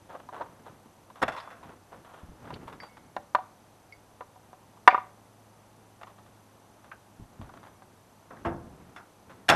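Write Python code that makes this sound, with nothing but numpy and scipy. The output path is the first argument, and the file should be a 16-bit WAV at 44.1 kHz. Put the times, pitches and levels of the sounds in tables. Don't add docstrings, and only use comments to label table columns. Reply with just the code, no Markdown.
import sys
import numpy as np
from scipy import signal
from scipy.fft import rfft, irfft
from scipy.io import wavfile
from scipy.ndimage import uniform_filter1d

SR = 44100
rng = np.random.default_rng(int(sys.argv[2]) if len(sys.argv) > 2 else 0)


def dump(signal):
    limited = np.clip(np.atleast_2d(signal).T, -1, 1)
    pcm = np.round(limited * 32767).astype(np.int16)
    wavfile.write(sys.argv[1], SR, pcm)


N = 421155
TIME = np.arange(N) / SR
SHORT = TIME[:SR]


def from_db(db):
    return 10 ** (np.asarray(db) / 20)


def rms_one(x):
    return x / np.sqrt(np.mean(x ** 2) + 1e-20)


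def at_hz(points, hz):
    points = np.array(points)
    return np.interp(np.log(hz), np.log(points[:, 0]), points[:, 1])


def bins(x):
    return np.maximum(np.fft.rfftfreq(len(x), 1 / SR), 1)


def coloured(x, spectrum):
    gain = from_db(at_hz(spectrum, bins(x)))
    return rms_one(irfft(rfft(x) * gain, len(x)))


def split(x, centres):
    whole, log_hz = rfft(x), np.log(bins(x))
    bands = []
    for pick in np.eye(len(centres)):
        weight = np.interp(log_hz, np.log(centres), pick)
        bands.append(irfft(whole * weight, len(x)))
    return bands


def fade(t60):
    return from_db(-60 * SHORT / max(t60, 1e-3))


def swell(at, up, down):
    return np.exp(-((TIME - at) / np.where(TIME < at, up, down)) ** 2)


def add(out, s, sound):
    start = max(round(s * SR), 0)
    out[start:start + len(sound)] += sound[:max(N - start, 0)]


def grains(spread_db):
    per_s = 4000
    sizes = from_db(spread_db * np.minimum(rng.exponential(1, SR), 4))
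    signs = rng.choice([-1, 1], SR)
    return sizes * signs * (rng.random(SR) < per_s / SR)


def struck(modes, favoured_hz, focus_db, octaves, length):
    out = 0
    for k, (hz, db, t60) in enumerate(modes):
        nearness = np.exp(-(np.log2(hz / favoured_hz) / octaves) ** 2)
        level = (-1) ** k * from_db(db + focus_db * nearness)
        out = out + level * fade(t60 * length) * np.sin(2 * np.pi * hz * SHORT)
    return out / np.abs(out).max()


def burst(source, rise, t60, darkening):
    centres = np.geomspace(125, 8000, num=4)
    rise = max(rise, 1e-4)
    attack = np.minimum(SHORT / rise, 1)
    after = np.maximum(SHORT - rise, 0)
    lives = max(t60, .01) * (centres / 1000) ** -darkening
    bands = split(source, centres)
    return attack * sum(band * np.exp(-np.log(1000) * after / life) for band, life in zip(bands, lives))


def shelved(spectrum, bass_db, treble_db):
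    hinges = np.log([250, 800, 1200, 3500])
    shelf = [bass_db, 0, 0, treble_db]
    return [(hz, db + np.interp(np.log(hz), hinges, shelf)) for hz, db in spectrum]


# [t/s, peak level/dB, favoured f/Hz, contact cut-off f/Hz, rattle level against the ring/dB]
KNOCK_HITS = [(.149, -29.5, 530, 500, -16), (.2885, -32.5, 910, 1290, -4), (.4105, -26.5, 795, 1180, -9),
              (.419, -31, 866, 1000, -6), (1.101, -41.5, 1000, 1800, -1), (1.229, -15.5, 1000, 3970, -22),
              (1.377, -29, 1050, 1300, -16), (2.505, -31.5, 900, 2020, -3), (3.165, -19.5, 560, 990, -6),
              (3.3487, -8.5, 1110, 1710, -11), (3.386, -27.5, 820, 500, -17), (4.207, -29.5, 456, 740, -11),
              (4.22, -35.5, 1090, 550, -26), (4.358, -46.5, 795, 600, -11), (4.53, -36, 620, 900, -13),
              (4.772, -45, 1110, 1200, -9), (4.876, 3, 850, 3000, -14), (4.927, -21, 754, 600, -26.5),
              (4.9455, -9.5, 1200, 1200, -25), (4.9785, -19, 1090, 1380, -25),
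              (6.032, -30.5, 1080, 4000, -2), (7.493, -39.5, 1150, 900, 0), (7.821, -40, 850, 1000, 5)]
# [f/Hz, level/dB, t60/s]
TRESTLE_MODES = [(287, -29, .09), (493, -18, 0.047), (558.3, -12.5, 0.02), (580, -40, 0.61), (732, -4, .05),
                 (757, -9, .12), (848, -15, .06), (991, -1, .06), (1085, -6, .04), (1132, -5, .06),
                 (1155, -18, .03), (1180, -5, .06), (1345, -10, .045), (1432, -12, .07), (1550, -11, .05),
                 (1755, -13, .07), (1885, -11, .08), (2070, -13, .06), (2235, -17, .05),
                 (2318, -17.5, 0.074), (2730, -14.5, 0.057), (2930, -19.5, .04), (3520, -18.5, 0.054),
                 (3473, -31.5, .05), (5130, -28, 0.016), (7450, -33, .015)]
# [f/Hz, level/dB]
RATTLE_SPECTRUM = [(60, -25.5), (250, -15), (700, 7), (1500, 7), (2200, -11.5), (3600, -2), (5000, -10.5),
                   (12000, -17)]
FOCUS_DB, FOCUS_CONTACT_HZ, FOCUS_DB_PER_OCTAVE = 15, 1090, 9.5
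KNOCK_RING = .73


def knocks(radiating_hz=230):
    out = np.zeros(N)
    ground_s, ground_db = .005, -12
    no_bass = signal.butter(3, radiating_hz, "high", fs=SR, output="sos")
    for s, db, favoured_hz, contact_hz, rattle_db in KNOCK_HITS:
        focus_db = FOCUS_DB - FOCUS_DB_PER_OCTAVE * np.log2(contact_hz / FOCUS_CONTACT_HZ)
        ring = struck(TRESTLE_MODES, favoured_hz, focus_db, octaves=0.41, length=KNOCK_RING)
        chatter = coloured(grains(2.8), RATTLE_SPECTRUM)
        rattle = burst(chatter, rise=0.00094, t60=0.04, darkening=0.41)
        contact = signal.butter(1, np.clip(contact_hz, 100, 15000), fs=SR, output="sos")
        blow = signal.sosfilt(np.vstack([contact, no_bass]), ring + from_db(rattle_db) * rattle)
        ground_echo = np.interp(SHORT - ground_s, SHORT, blow, left=0)
        blow = blow + from_db(ground_db) * ground_echo
        add(out, s, from_db(db) * blow / np.abs(blow).max())
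    return out


# [t/s, rms level/dB, t60/s, treble shelf level/dB]
CLANK_HITS = [(1.217, -28.5, 0.097, -11), (1.2245, -17, 0.067, -7), (1.279, -26.5, 0.15, -9),
              (1.318, -43.5, 0.41, -2), (1.362, -44, 0.64, -3.5), (1.502, -45.5, 0.34, -10),
              (8.305, -43.5, 0.3, -23), (8.448, -29, 0.29, -19.5), (8.48, -38.5, 0.56, -32),
              (8.961, -44, .18, -4), (9.483, -31, 0.055, 2), (9.4877, -12.5, 0.089, 1.5),
              (9.4963, -10.5, .065, 4), (9.502, -19, 0.66, -9.5), (9.521, -15.5, 0.045, -12.5)]
# [f/Hz, level/dB]
CLANK_SPECTRUM = [(40, -27), (100, -14), (250, -12), (450, -10), (700, -2.5), (1000, -2), (1700, 2.5),
                  (2300, -6), (3500, -10.5), (4500, -15.5), (7000, -20), (12000, -27)]
# [f/Hz, width/Hz, level/dB]
FRAME_RESONANCES = [(335, 16, 2.5), (513, 49, 5.5), (685, 31, 8.5), (932, 7.3, 7.5), (1056, 21, 6),
                    (1310, 96, 3), (1750, 66, -26), (2678, 83, 7.5), (3460, 34, 14), (5330, 29, 15.5)]
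CLANK_RISE_S, RISE_DOUBLES_DB = 0.0024, 26
CLANK_BASS_DB, BASS_PER_LEVEL, BASS_PER_TREBLE = 7.5, 0.36, 0.78


def clanks():
    out, hz = np.zeros(N), bins(SHORT)
    frame = 1 + sum((from_db(db) - 1) / (1 + 2j * (hz - centre) / width)
                    for centre, width, db in FRAME_RESONANCES)
    for s, db, t60, treble_db in CLANK_HITS:
        bass_db = CLANK_BASS_DB + BASS_PER_LEVEL * db - BASS_PER_TREBLE * treble_db
        rise = CLANK_RISE_S * 2 ** (-treble_db / RISE_DOUBLES_DB)
        resonant = irfft(rfft(grains(3.84)) * frame)
        chatter = coloured(resonant, shelved(CLANK_SPECTRUM, bass_db, treble_db))
        add(out, s, from_db(db) * burst(chatter, rise, t60, darkening=0.32))
    return out


# [t/s, peak level/dB]
HITCH_JOLTS = [(8.456, -24.5), (9.491, -40)]
# [f/Hz, level/dB, t60/s]
HITCH_MODES = [(83, -1, 0.65), (251.3, -2, 0.41), (338, -0.5, 0.53), (905, 6, 0.18), (1780, -12, 0.13)]


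def booms():
    out = np.zeros(N)
    for s, db in HITCH_JOLTS:
        boom = struck(HITCH_MODES, favoured_hz=335, focus_db=4.5, octaves=.5, length=0.86)
        add(out, s, from_db(db) * boom)
    return out


# [t/s, peak level/dB, favoured f/Hz, ring length as a multiple]
STEEL_RINGS = [(2.802, -45, 4130, 1.6), (2.885, -56, 2300, 5.6), (3.924, -40, 2300, 0.66),
               (4.876, -40, 4200, 0.74)]
# [f/Hz, level/dB, t60/s]
STEEL_MODES = [(2035, -9, .15), (2200, 0, .12), (4645, -3, .19), (5286, -6, .08)]
# [t/s, rms level/dB, t60/s, pitch f/Hz]
STEEL_TINKS = [(1.33, -42.5, 0.48, 1030), (1.375, -48, 0.14, 3720), (1.401, -48, 0.061, 4500),
               (1.474, -39, 0.062, 1167), (2.538, -44, 0.074, 4240), (2.801, -43, 0.064, 2000),
               (4.9, -33, 0.19, 2250), (4.95, -47, 0.32, 2090), (6.914, -40, .11, 1470),
               (6.915, -46, .07, 2450), (8.368, -42.5, 0.033, 1740), (8.45, -46.5, 0.15, 2700),
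               (8.962, -47, 0.093, 1890), (8.98, -49.5, 0.25, 1410)]
# [f as a multiple of the pitch, level/dB]
TINK_SPECTRUM = [(.15, -40), (.6, 0.5), (.85, -0.5), (1.049, 7), (1.3, -15), (1.8, -19.5), (4.001, -44.5)]
TINK_RISE_SHARE = .035


def loose_steel():
    out = np.zeros(N)
    for s, db, favoured_hz, length in STEEL_RINGS:
        ring = struck(STEEL_MODES, favoured_hz, focus_db=13.5, octaves=0.36, length=length)
        add(out, s, from_db(db) * ring)
    for s, db, t60, hz in STEEL_TINKS:
        tink = coloured(grains(3.0), np.array(TINK_SPECTRUM) * [hz, 1])
        add(out, s, from_db(db) * burst(tink, TINK_RISE_SHARE * t60, t60, darkening=0.2007))
    return out


# [f/Hz, level/dB]
SCUFF_SPECTRUM = [(60, -32), (200, -13.5), (500, 4), (950, 7), (1400, 2), (2300, -10.5), (3600, -12.5),
                  (5000, -27), (12000, -31)]


def grinding(rise, t60, bass_db, treble_db):
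    contacts = coloured(grains(5.0), shelved(SCUFF_SPECTRUM, bass_db, treble_db))
    return burst(contacts, rise, t60, darkening=0.034)


# [t/s, rms level/dB, t60/s, treble shelf level/dB]
GRAVEL_DRAGS = [(.083, -43.5, 0.34, -3), (.132, -42, 0.12, -7), (0.319, -40.5, 0.58, -5.5),
                (.393, -34.5, 0.11, -26), (0.651, -47.5, 0.22, -1), (1.674, -49, 0.27, -5),
                (1.912, -46.5, 0.23, -4), (2.434, -46.5, .3, -3)]
# [t/s, rms level/dB, t60/s]
SCUFF_HITS = [(.197, -46.5, 0.055), (1.155, -51.5, 0.84), (1.628, -48.5, 0.4), (2.045, -51.5, 1),
              (2.134, -49, .2), (2.171, -51, 0.3), (2.672, -39.5, .14), (2.721, -41, 0.088),
              (2.824, -43.5, 0.23), (2.969, -42, 0.05), (6.011, -46.5, 0.11), (6.069, -50, 0.22),
              (6.18, -49.5, 0.083), (6.26, -54, .1), (6.84, -52.5, 0.23), (7.412, -43.5, 0.15),
              (7.533, -50, .17), (7.571, -45, 0.037), (7.629, -49.5, 0.19), (7.662, -50, 0.17),
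              (9.295, -47, 0.2)]
# [t/s, rms level/dB, t60/s]
FOOT_THUDS = [(2.226, -45.5, 0.11), (2.285, -45, 0.16), (2.53, -54, 0.073), (2.655, -51, 0.065),
              (7.196, -40, 0.13), (7.392, -41, 0.24), (8.454, -42.5, 0.59)]
# [f/Hz, level/dB]
THUD_SPECTRUM = [(25, -6), (50, 1.5), (100, 0.5), (230, -6.5), (330, -12), (600, -44), (3000, -60)]
DRAG_RISE_S, DRAG_BASS_DB = 0.021, 5.5
SCUFF_RISE_S, SCUFF_BASS_DB, SCUFF_TREBLE_DB = 0.0029, -2.5, 0.5
THUD_RISE_S = 0.0046


def scuffs_and_steps():
    out = np.zeros(N)
    for s, db, t60, treble_db in GRAVEL_DRAGS:
        add(out, s, from_db(db) * grinding(DRAG_RISE_S, t60, DRAG_BASS_DB, treble_db))
    for s, db, t60 in SCUFF_HITS:
        add(out, s, from_db(db) * grinding(SCUFF_RISE_S, t60, SCUFF_BASS_DB, SCUFF_TREBLE_DB))
    for s, db, t60 in FOOT_THUDS:
        footfall = coloured(rng.standard_normal(SR), THUD_SPECTRUM)
        add(out, s, from_db(db) * burst(footfall, THUD_RISE_S, t60, darkening=0.18))
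    return out


# [t/s at the height of the move, level/dB, swell/s, ebb/s]
BODY_MOVES = [(.6, -60, 1, 0.28), (1.71, -56, 0.14, .05), (1.95, -55.5, 0.028, 0.097),
              (2.54, -47, 0.17, 0.2), (3.15, -62.5, 0.43, .3), (6.3, -66.5, .08, .15),
              (7.55, -56, 0.24, 0.16), (8.4, -53.5, 0.11, 0.21), (8.86, -57, 0.3, 0.17),
              (9.36, -54.5, 0.12, 0.12)]
# [f/Hz, level/dB]
CLOTH_SPECTRUM = [(25, -22.5), (60, -3), (180, 1.5), (300, -1), (600, -10), (1500, -15.5), (4000, -34.5),
                  (12000, -51.5)]
STILL_DB = -67.5


def rustle(flutter_db=3.0):
    power = from_db(STILL_DB) ** 2
    for s, db, up, down in BODY_MOVES:
        power = power + (from_db(db) * swell(s, up, down)) ** 2
    flutter = rms_one(uniform_filter1d(rng.standard_normal(N), size=700))
    cloth = coloured(rng.standard_normal(N), CLOTH_SPECTRUM)
    return np.sqrt(power) * from_db(flutter_db * flutter) * cloth


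# [f/Hz, level/dB per Hz]
HUSH_SPECTRUM = [(25, -13), (50, -7.5), (100, -4), (240, -3), (450, -6), (850, -3.5), (1250, -10.5),
                 (2000, -18), (3200, -20.5), (5000, -23), (12500, -24)]
HUSH_DB = -58.5
IDLE_HZ, IDLE_DB = 101.8, -68.5
REV_AT_S, REV_UP_S, REV_DOWN_S, REV_HZ, ENGINE_DB_PER_HZ = 5.4, 0.97, 2.1, 5.4, 0.97


def distance(octave_db=-8, unsteady=.005):
    faster_hz = REV_HZ * swell(REV_AT_S, REV_UP_S, REV_DOWN_S)
    waver = rms_one(uniform_filter1d(rng.standard_normal(N), size=4000))
    phase = 2 * np.pi * np.cumsum((IDLE_HZ + faster_hz) * (1 + unsteady * waver)) / SR
    note = np.sin(phase) + from_db(octave_db) * np.sin(2 * phase)
    hum = np.sqrt(2) * from_db(IDLE_DB + ENGINE_DB_PER_HZ * faster_hz) * note
    hush = from_db(HUSH_DB) * coloured(rng.standard_normal(N), HUSH_SPECTRUM)
    return hum + hush


# [band centre f/Hz, level/dB, t60/s]
YARD_ECHOES = [(202.1, -22.5, 0.38), (500, -15.5, 0.413), (1001, -15.5, .33), (2211, -16.5, 0.33),
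               (4426, -16, 0.36), (10000, -27, .1)]


def yard(x):
    build_up_s = .016
    bands = split(rng.standard_normal(SR), [hz for hz, db, t60 in YARD_ECHOES])
    echoes = 0
    for band, (hz, db, t60) in zip(bands, YARD_ECHOES):
        decay = fade(t60)
        echoes = echoes + from_db(db) * band * decay / np.linalg.norm(decay)
    build_up = np.minimum(SHORT / build_up_s, 1) ** 2
    return signal.fftconvolve(x, echoes * build_up)[:N]


def scene():
    near = knocks() + clanks() + booms() + scuffs_and_steps() + loose_steel()
    return (near + yard(near) + rustle() + distance())[None]


CUTOFF_HZ = 12800


def record(dry, whine_db=-70):
    gate = np.maximum(np.cos(2 * np.pi * 30 * TIME), 0)
    whine = from_db(whine_db) * gate * np.sin(2 * np.pi * 6060 * TIME)
    overloaded = np.clip(dry + whine, -1, 1)
    top_cut = signal.ellip(10, .1, 70, CUTOFF_HZ, fs=SR, output="sos")
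    return signal.sosfilt(top_cut, overloaded)


dry = scene()
out = record(dry)
dump(out)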